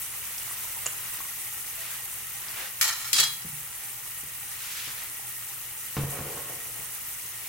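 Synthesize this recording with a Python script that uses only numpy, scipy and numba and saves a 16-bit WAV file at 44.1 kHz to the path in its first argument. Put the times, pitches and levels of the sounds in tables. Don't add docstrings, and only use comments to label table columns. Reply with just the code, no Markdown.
import sys
import numpy as np
from scipy import signal
from scipy.fft import rfft, irfft, next_fast_len
from scipy.io import wavfile
from scipy.ndimage import uniform_filter1d
from numba import njit

SR = 44100
rng = np.random.default_rng(int(sys.argv[2]) if len(sys.argv) > 2 else 0)


def boost(x):
    u = np.asarray(x, float) / 20
    return 10 ** u


def log_audio(samples):
    frames = np.atleast_2d(samples).T
    limited = np.clip(frames, -1, 1)
    pcm = np.round(limited * 32767).astype(np.int16)
    wavfile.write(sys.argv[1], SR, pcm)


N = 329868
T = np.arange(N) / SR
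LEFT_RIGHT = np.array([[1], [-1]])


def rms1(x):
    return x / np.sqrt(np.mean(x ** 2))


def shape(table, hz):
    f, v = np.transpose(table)
    return np.interp(np.log(hz + 1), np.log(f), v)


def colour(x, gain):
    size = next_fast_len(N + SR)
    hz = np.arange(size // 2 + 1) * SR / size
    return irfft(rfft(x, size) * gain(hz), size)[..., :N]


def curve(s, db):
    return boost(np.interp(T, s, db, left=-200, right=-200))


def swell(start, stop, db, rise_db_per_s, fall_db_per_s):
    before, after = np.maximum(start - T, 0), np.maximum(T - stop, 0)
    return boost(db - rise_db_per_s * before - fall_db_per_s * after)


def burst(start, fade_s):
    return np.exp(-np.maximum(T - start, 0) / fade_s) * (T > start)


def walk(rate):
    k = int(SR / rate)
    held = np.repeat(rng.standard_normal(N // k + 1), k)
    return rms1(uniform_filter1d(held, k)[:N])


def sides(x, pan_db):
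    return x * boost(np.array([[pan_db], [-pan_db]]) / 2)


@njit
def grains(n, sr, s, size, hz, t60, glide, side):
    out = np.zeros((2, n))
    for k in range(len(s)):
        i, length = int(s[k] * sr), int(t60[k] * sr) + 1
        fade = np.exp(-np.log(1000.) / length)
        phase, g = 0., size[k]
        for j in range(min(length, n - i)):
            phase += 2 * np.pi * hz[k] * (1 + glide[k] * j / length) / sr
            g *= fade
            out[0, i + j] += g * np.sin(phase)
            out[1, i + j] += g * np.sin(phase) * side[k]
    return out


def strike(s, db, modes, weights, spread_db=1.0, detune=.004):
    hz, mode_db, t60 = np.transpose(modes)
    chance = rng.standard_normal((len(s), 3, len(hz)))
    size = boost(db[:, None] + mode_db + spread_db * chance[:, 0]) * weights
    size = size / np.sqrt(np.sum(boost(mode_db) ** 2))
    full = np.ones_like(size)
    starts, signed = s[:, None] * full, size * np.sign(chance[:, 2])
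    columns = (starts, signed, hz * (1 + detune * chance[:, 1]), t60 * full, 0 * full, 0 * full)
    return grains(N, 1. * SR, *(c.ravel() for c in columns))[0]


def through(x, modes):
    t = np.arange(SR // 2) / SR
    ring = sum(boost(db) * np.exp(-np.log(1000) * t / t60) * np.sin(2 * np.pi * hz * t)
               for hz, db, t60 in modes)
    return signal.fftconvolve(x, ring / np.sqrt(np.sum(ring ** 2)))[:N]


# (time [s], level [dB])
BOIL_VIGOUR = [(0, -36.5), (.9, -36), (2.2, -37), (3.4, -38.5), (4.3, -38), (7.48, -37.5)]
# (frequency [Hz], relative level [dB per Hz])
BOIL_TONE = [(15, -28), (25, -3), (55, -4), (123, -0.5), (229, -11.5), (489, -10.5), (607, -16), (796, -16),
             (863, -11.5), (1330, -6.5), (1610, -13), (1890, -4), (4490, -13), (8830, -2), (16000, -2)]
# (frequency [Hz], width [Hz], added gain [dB])
POT_PEAKS = [(804.6, 17, 12), (1892, 49, 2), (2857, 164, -2.5), (6000, 300, -5.5), (9840, 430, -11)]
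# (frequency [Hz], side minus mid [dB])
STEREO_WIDTH = [(60, -25), (110, -25), (200, -7.5), (380, -7), (700, -2.5), (1290, -10), (2380, -1.5),
                (4400, 1), (8120, -1.5), (15000, 1.5)]
# (frequency [Hz], left minus right [dB])
STEREO_TILT = [(60, -1), (110, 1.5), (200, -2), (380, 1), (700, -1.5), (1290, 2), (2380, 1.5), (4400, 3),
               (8120, -2), (15000, 2)]


def boil(level, per_s=4000, cycles=40, scatter=2.5, foam_db=-3.0, flicker_db=2.0):
    u = rng.random((int(per_s * N / SR), 4)).T
    start, hz, side = u[0] * N / SR, 600 + 15600 * u[1], 2.7 * (u[3] - .5)
    size = np.sqrt(hz) * boost(np.minimum(-scatter * np.log(1 - u[2]), 12))
    foam = grains(N, 1. * SR, start, size, hz, cycles / hz, 0.14 + 0 * hz, side)
    mix = rng.standard_normal((2, N)) + boost(foam_db) * rms1(foam)

    shared, edges = walk(35), [0, 3500, 7000, 10500, 13000, SR]
    fluttering = 0
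    for lo, hi in zip(edges, edges[1:]):
        band = colour(mix, lambda f: (f >= lo) & (f < hi))
        depth_db = flicker_db * min(hi / 9000, 1)
        fluttering = fluttering + band * boost(depth_db * (0.35 * shared + 0.4 * walk(60)))

    def peaks(f):
        return 1 + sum(boost(db) / (1 + (2 * (f - c) / w) ** 2) for c, w, db in POT_PEAKS)

    mid = colour(fluttering[0], lambda f: boost(shape(BOIL_TONE, f)) * peaks(f))
    side = colour(fluttering[1], lambda f: boost(shape(BOIL_TONE, f) + shape(STEREO_WIDTH, f)) * peaks(f))
    pair = np.array([colour(mid + way * side, lambda f: boost(way * shape(STEREO_TILT, f) / 2))
                     for way in (1, -1)])
    return level * pair / np.std(mid)


# (time [s], strength [dB], share taken by the plate [0-1], left minus right [dB])
SPOON_BLOWS = [(2.812, -10, 0.96, 1), (2.826, -18, 1, 0), (2.842, -19, 1, 0), (2.879, -20.5, 1, -4),
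               (3.024, -39, 0.3, 8), (3.045, -39, .1, 0), (3.0759, -28, 0.9, 4), (3.1305, -9, 0, 2),
               (3.1991, -9, 0.05, 0), (3.2362, -21, 0.5, 1), (3.4196, -36, 0.75, 2)]
# (time [s], force [dB], pressure on the plate [0-1])
SPOON_SLIDES = [
    [(2.812, -24.5, 0.84), (2.86, -24, 0.94), (2.89, -25.5, 0.97), (2.968, -37, 0.95), (3.125, -38.5, 1)],
    [(3.131, -30, 0), (3.185, -16.5, 0.2), (3.205, -20, 0.35), (3.24, -24.5, 0.42), (3.27, -34.5, 0.8),
     (3.38, -59, 0.6)],
]
# (frequency [Hz], relative level [dB], time to fade by 60 dB [s])
SPOON_MODES = [(2980, -14, .1), (3304, -11, .4), (3987, -5, .07), (4025, -5, .08), (4054, -6, .1),
               (4088, -11, .08), (4222, -11, .12), (4438, -8, .13), (4480, -12, .13), (4600, -9, .06),
               (4951, -3.5, .18), (5700, -9, .04), (6981, -4, .05), (7340, -10, .06), (7745, -7, .13),
               (8048, -8, .11), (8441, -10, .08), (9245, -12, .2), (10381, -10, .2), (11085, -9, .12),
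               (12180, -14, .12), (13230, -13, .08), (14640, -12, .08)]
# (frequency [Hz], relative level [dB], time to fade by 60 dB [s])
PLATE_MODES = [(950, -18, .025), (1390, -4, .02), (1880, -3, .025), (2330, -4, .02), (3150, -6, .02),
               (4100, -8, .04), (4360, -8, .04), (5380, -3, .025), (6400, -2, .02), (7170, -8, .04),
               (7300, -6, .05), (7510, -9, .04), (8930, -10, .05), (10400, -8, .04), (10690, -6, .07),
               (10900, -9, .04), (11900, -12, .04), (12357, -8, .11), (12449, -7, .11), (14310, -7, .05)]
# (frequency [Hz], relative level [dB per Hz])
GRIND_TONE = [(600, -34), (1000, -18), (1800, -2.5), (3200, -1.5), (4200, -0.5), (7500, 1.5), (8800, -1),
              (15000, -2)]


def spoon(plate_db=-5.5, steel_db=-1.5, crack_db=-8, crack_s=0.0082, rub_db=-5,
          steel_blow_db=-8.5, plate_blow_db=-2.5):
    s, db, share, pan = np.transpose(SPOON_BLOWS)
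    share = np.clip(share, 0, 1)[:, None]
    grit = rms1(rng.standard_normal((3, N)) * boost(1.8 * walk(200)))
    hiss = rms1(colour(grit[:2], lambda f: boost(shape(GRIND_TONE, f))))
    hiss = hiss[0] + 1.3 * hiss[1] * LEFT_RIGHT
    rub = colour(hiss, lambda f: 1 / np.sqrt(1 + (f / 7500) ** 8))
    drag = rms1(colour(grit[2], lambda f: 1 / np.sqrt(1 + (f / 7000) ** 4)))

    out = strike(s, db + steel_blow_db, SPOON_MODES, 1 - share, detune=0.00029)
    out = out + strike(s, db + plate_blow_db, PLATE_MODES, share, detune=0.002)
    for start, level, p in zip(s, db, pan):
        out = out + sides(boost(level + crack_db) * burst(start, crack_s), p) * hiss
    for table in SPOON_SLIDES:
        t, level, held = np.transpose(table)
        held, force = np.clip(np.interp(T, t, held), 0, 1), curve(t, level)
        out = out + boost(rub_db) * force * rub
        out = out + boost(plate_db) * through(force * held * drag, PLATE_MODES)
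        out = out + boost(steel_db) * through(force * (1 - held) * grit[2], SPOON_MODES)
    return signal.sosfilt(signal.butter(3, 900, "high", fs=SR, output="sos"), out)


# (time [s], strength [dB])
CAP_SNAPS = [(.8606, -19), (.8645, -14), (.8671, -21)]
# (frequency [Hz], relative level [dB], time to fade by 60 dB [s])
CAP_MODES = [(537, -9.5, 0.045), (1130, -10, 0.017), (1900, -12, 0.01), (2800, -2.5, 0.0074),
             (5530, -4, 0.0081), (6970, 5.5, 0.012), (7800, -1, 0.012), (9900, -2, .004)]


def bottle_cap():
    return sides(strike(*np.transpose(CAP_SNAPS), CAP_MODES, 1, detune=0.029), -1.5)


# (time [s], peak level [dB], starting pitch [Hz])
DRIP_PLOPS = [(0.382, -23, 5600), (.42, -31, 2800), (.511, -35, 1140), (.648, -37, 980), (.77, -39.5, 900),
              (0.873, -25.5, 2800), (.886, -37, 1500), (1.205, -32.5, 1090), (1.315, -39, 1390),
              (2.08, -44, 1320), (2.485, -26, 5000), (5.195, -42, 790)]
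PLOP_CYCLES, PLOP_GLIDE = 29, .05


def drips():
    s, db, hz = np.transpose(DRIP_PLOPS)
    return grains(N, 1. * SR, s, boost(db), hz, PLOP_CYCLES / hz, PLOP_GLIDE + 0 * s, 0 * s)[0]


# (time [s], strength [dB], brightness [0-1])
DOOR_THUDS = [(3.448, -35.5, 0.07), (4.23, -44, 0.9), (4.873, -45, 0.8), (5.967, -23, 0.98),
              (5.984, -20.5, 0.26), (6.035, -22, 0.2), (6.084, -36, 0.4), (6.1, -44, 0.5),
              (6.186, -32.5, 0.8), (6.205, -32.5, 0.45), (6.26, -37, .5), (6.345, -42, 0.8),
              (6.39, -42, .8), (6.789, -44, 0.2)]
# (frequency [Hz], relative level [dB], time to fade by 60 dB [s])
CUPBOARD_MODES = [(55, -14, .12), (87, -4.5, 0.2), (112, -10, .1), (140, -3.5, 0.24), (172, -7.5, 0.13),
                  (211, -7.5, 0.13), (284.3, -8, 0.17), (338, -7, 0.063), (430, -8, 0.07), (469, -8.5, .08),
                  (547, -14.5, 0.15), (730, -10, 0.053), (835, -20, 0.036), (1082, -16, 0.087),
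                  (1275, -21, 0.098), (1570, -19, 0.022), (1890, -15, .03), (2240, -17, .025),
                  (2920, -18, .025)]
# (start [s], holds until [s], strength [dB])
DOOR_SWING = (5.97, 6.42, -43.5)
SWING_DIES_DB_PER_S = 32


def cupboard(crack_db=-11, crack_s=0.029):
    s, db, bright = np.transpose(DOOR_THUDS)
    bright = np.clip(bright, 0, 1)
    reach_hz = 150 * 20 ** bright[:, None]
    weights = 1 / np.sqrt(1 + (np.transpose(CUPBOARD_MODES)[0] / reach_hz) ** 2)
    thuds = strike(s, db, CUPBOARD_MODES, weights, spread_db=0.5, detune=0.01)

    swing = swell(*DOOR_SWING, 0, SWING_DIES_DB_PER_S) * (T > DOOR_SWING[0])
    push = swing * rng.standard_normal((2, N)) * boost(3.6 * walk(25))
    murmur = colour(through(push[0], CUPBOARD_MODES), lambda f: 2.4 * f ** 2 / (f ** 2 + 450 ** 2))
    rumble = colour(push[1], lambda f: 4.1 * f ** 2 / (f ** 2 + 350 ** 2) / (1 + (f / 950) ** 2))

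    splinter = rms1(colour(rng.standard_normal(N),
                           lambda f: f ** 2 / (f ** 2 + 500 ** 2) / (1 + (f / 2200) ** 2)))
    cracks = sum(boost(d + crack_db) * b ** 2 * burst(start, crack_s) for start, d, b in zip(s, db, bright))
    return thuds + murmur + rumble + cracks * splinter


# (time [s], peak level [dB], frequency [Hz], time to fade by 60 dB [s])
LONE_RINGS = [(1.78, -53, 664, 1), (2.62, -48, 524, 0.14), (3.134, -43, 397, .06), (3.15, -47, 284, 0.4),
              (3.19, -45, 148, 0.5), (3.195, -42, 430, 0.08), (3.2, -44, 516, 0.11),
              (3.195, -49, 603, 0.06), (6.25, -46, 466, 0.6), (3.449, -33.5, 162, 0.12),
              (3.53, -40, 152, .25), (6.345, -45.5, 563, 0.8), (6.37, -45, 1084, 0.41)]


def rings():
    s, db, hz, t60 = np.transpose(LONE_RINGS)
    return grains(N, 1. * SR, s, boost(db), hz, t60, 0 * s, 0 * s)[0]


# (full speed from [s], until [s], strength [dB], brightness [0-1])
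CLOTH_DRAGS = [(0.252, 1.202, -48.5, 0.51), (1.84, 1.95, -43.5, 0.69), (2.573, 2.652, -39.5, 0.5),
               (3.804, 3.9, -51, 0.55), (4.604, 4.66, -48.5, 1), (4.72, 4.887, -41, 0.95),
               (5.0, 5.033, -43.5, 0.62), (6.2, 6.45, -55, 0.2), (7.4, 7.48, -53, 0.9)]
# (frequency [Hz], relative level [dB per Hz])
CLOTH_TONE = [(300, -11.5), (600, -5.5), (1200, 2), (2200, 3), (4500, -4), (7000, -6), (12000, -14)]
DRAG_RISE_DB_PER_S, DRAG_STOP_DB_PER_S = 74, 180
RESTING_DB, RESTING_BRIGHT = -52.5, 0.52


def rustle():
    dull, sharp = boost(RESTING_DB) * (1 - RESTING_BRIGHT), boost(RESTING_DB) * RESTING_BRIGHT
    for start, stop, db, bright in CLOTH_DRAGS:
        drag = swell(start, stop, db, DRAG_RISE_DB_PER_S, DRAG_STOP_DB_PER_S)
        bright = np.clip(bright, 0, 1)
        dull, sharp = np.hypot(dull, drag * (1 - bright)), np.hypot(sharp, drag * bright)
    uneven = rng.standard_normal((2, N)) * boost(1.03 * walk(60))
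    fibres = rms1(colour(uneven, lambda f: boost(shape(CLOTH_TONE, f))))
    low = colour(fibres, lambda f: 1 / (1 + (f / 2500) ** 2))
    mid, side = (dull * low + sharp * (fibres - low)) * 2
    return mid + 0.68 * side * LEFT_RIGHT


HUM_HZ, HUM_DB = 119.7, -63


def hum():
    strength = np.sqrt(2) * boost(HUM_DB + 2.0 * walk(12))
    return strength * np.sin(2 * np.pi * HUM_HZ * T + 1.56 * walk(5))


ROOM_T60_S, ROOM_DB = 0.38, -3.5


def kitchen(x):
    t = np.arange(SR // 2) / SR
    tail = rng.standard_normal((2, len(t))) * np.exp(-np.log(1000) * t / ROOM_T60_S) * (t > .004)
    tail = tail / np.sqrt(np.sum(tail ** 2, axis=1, keepdims=True))
    wet = signal.fftconvolve(x.mean(0, keepdims=True), tail, axes=1)[:, :N]
    mid = wet.mean(0)
    side = colour((wet[0] - wet[1]) / 2, lambda f: boost(np.minimum(shape(STEREO_WIDTH, f), 0)))
    dulled = colour(mid + side * LEFT_RIGHT, lambda f: 1 / np.sqrt(1 + (f / 6000) ** 2))
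    return x + boost(ROOM_DB) * dulled


def scene():
    events = spoon() + bottle_cap() + drips() + cupboard() + rings()
    return boil(curve(*np.transpose(BOIL_VIGOUR))) + hum() + rustle() + kitchen(events)


def top_cut(x):
    return signal.sosfilt(signal.butter(12, 16830, fs=SR, output="sos"), x)


TOP_HZ = 15820


def record(dry):
    low_pass = signal.ellip(8, .2, 60, TOP_HZ, fs=SR, output="sos")
    mix = signal.sosfilt(low_pass, dry)
    return top_cut(mix)


dry = scene()
out = record(dry)
log_audio(out)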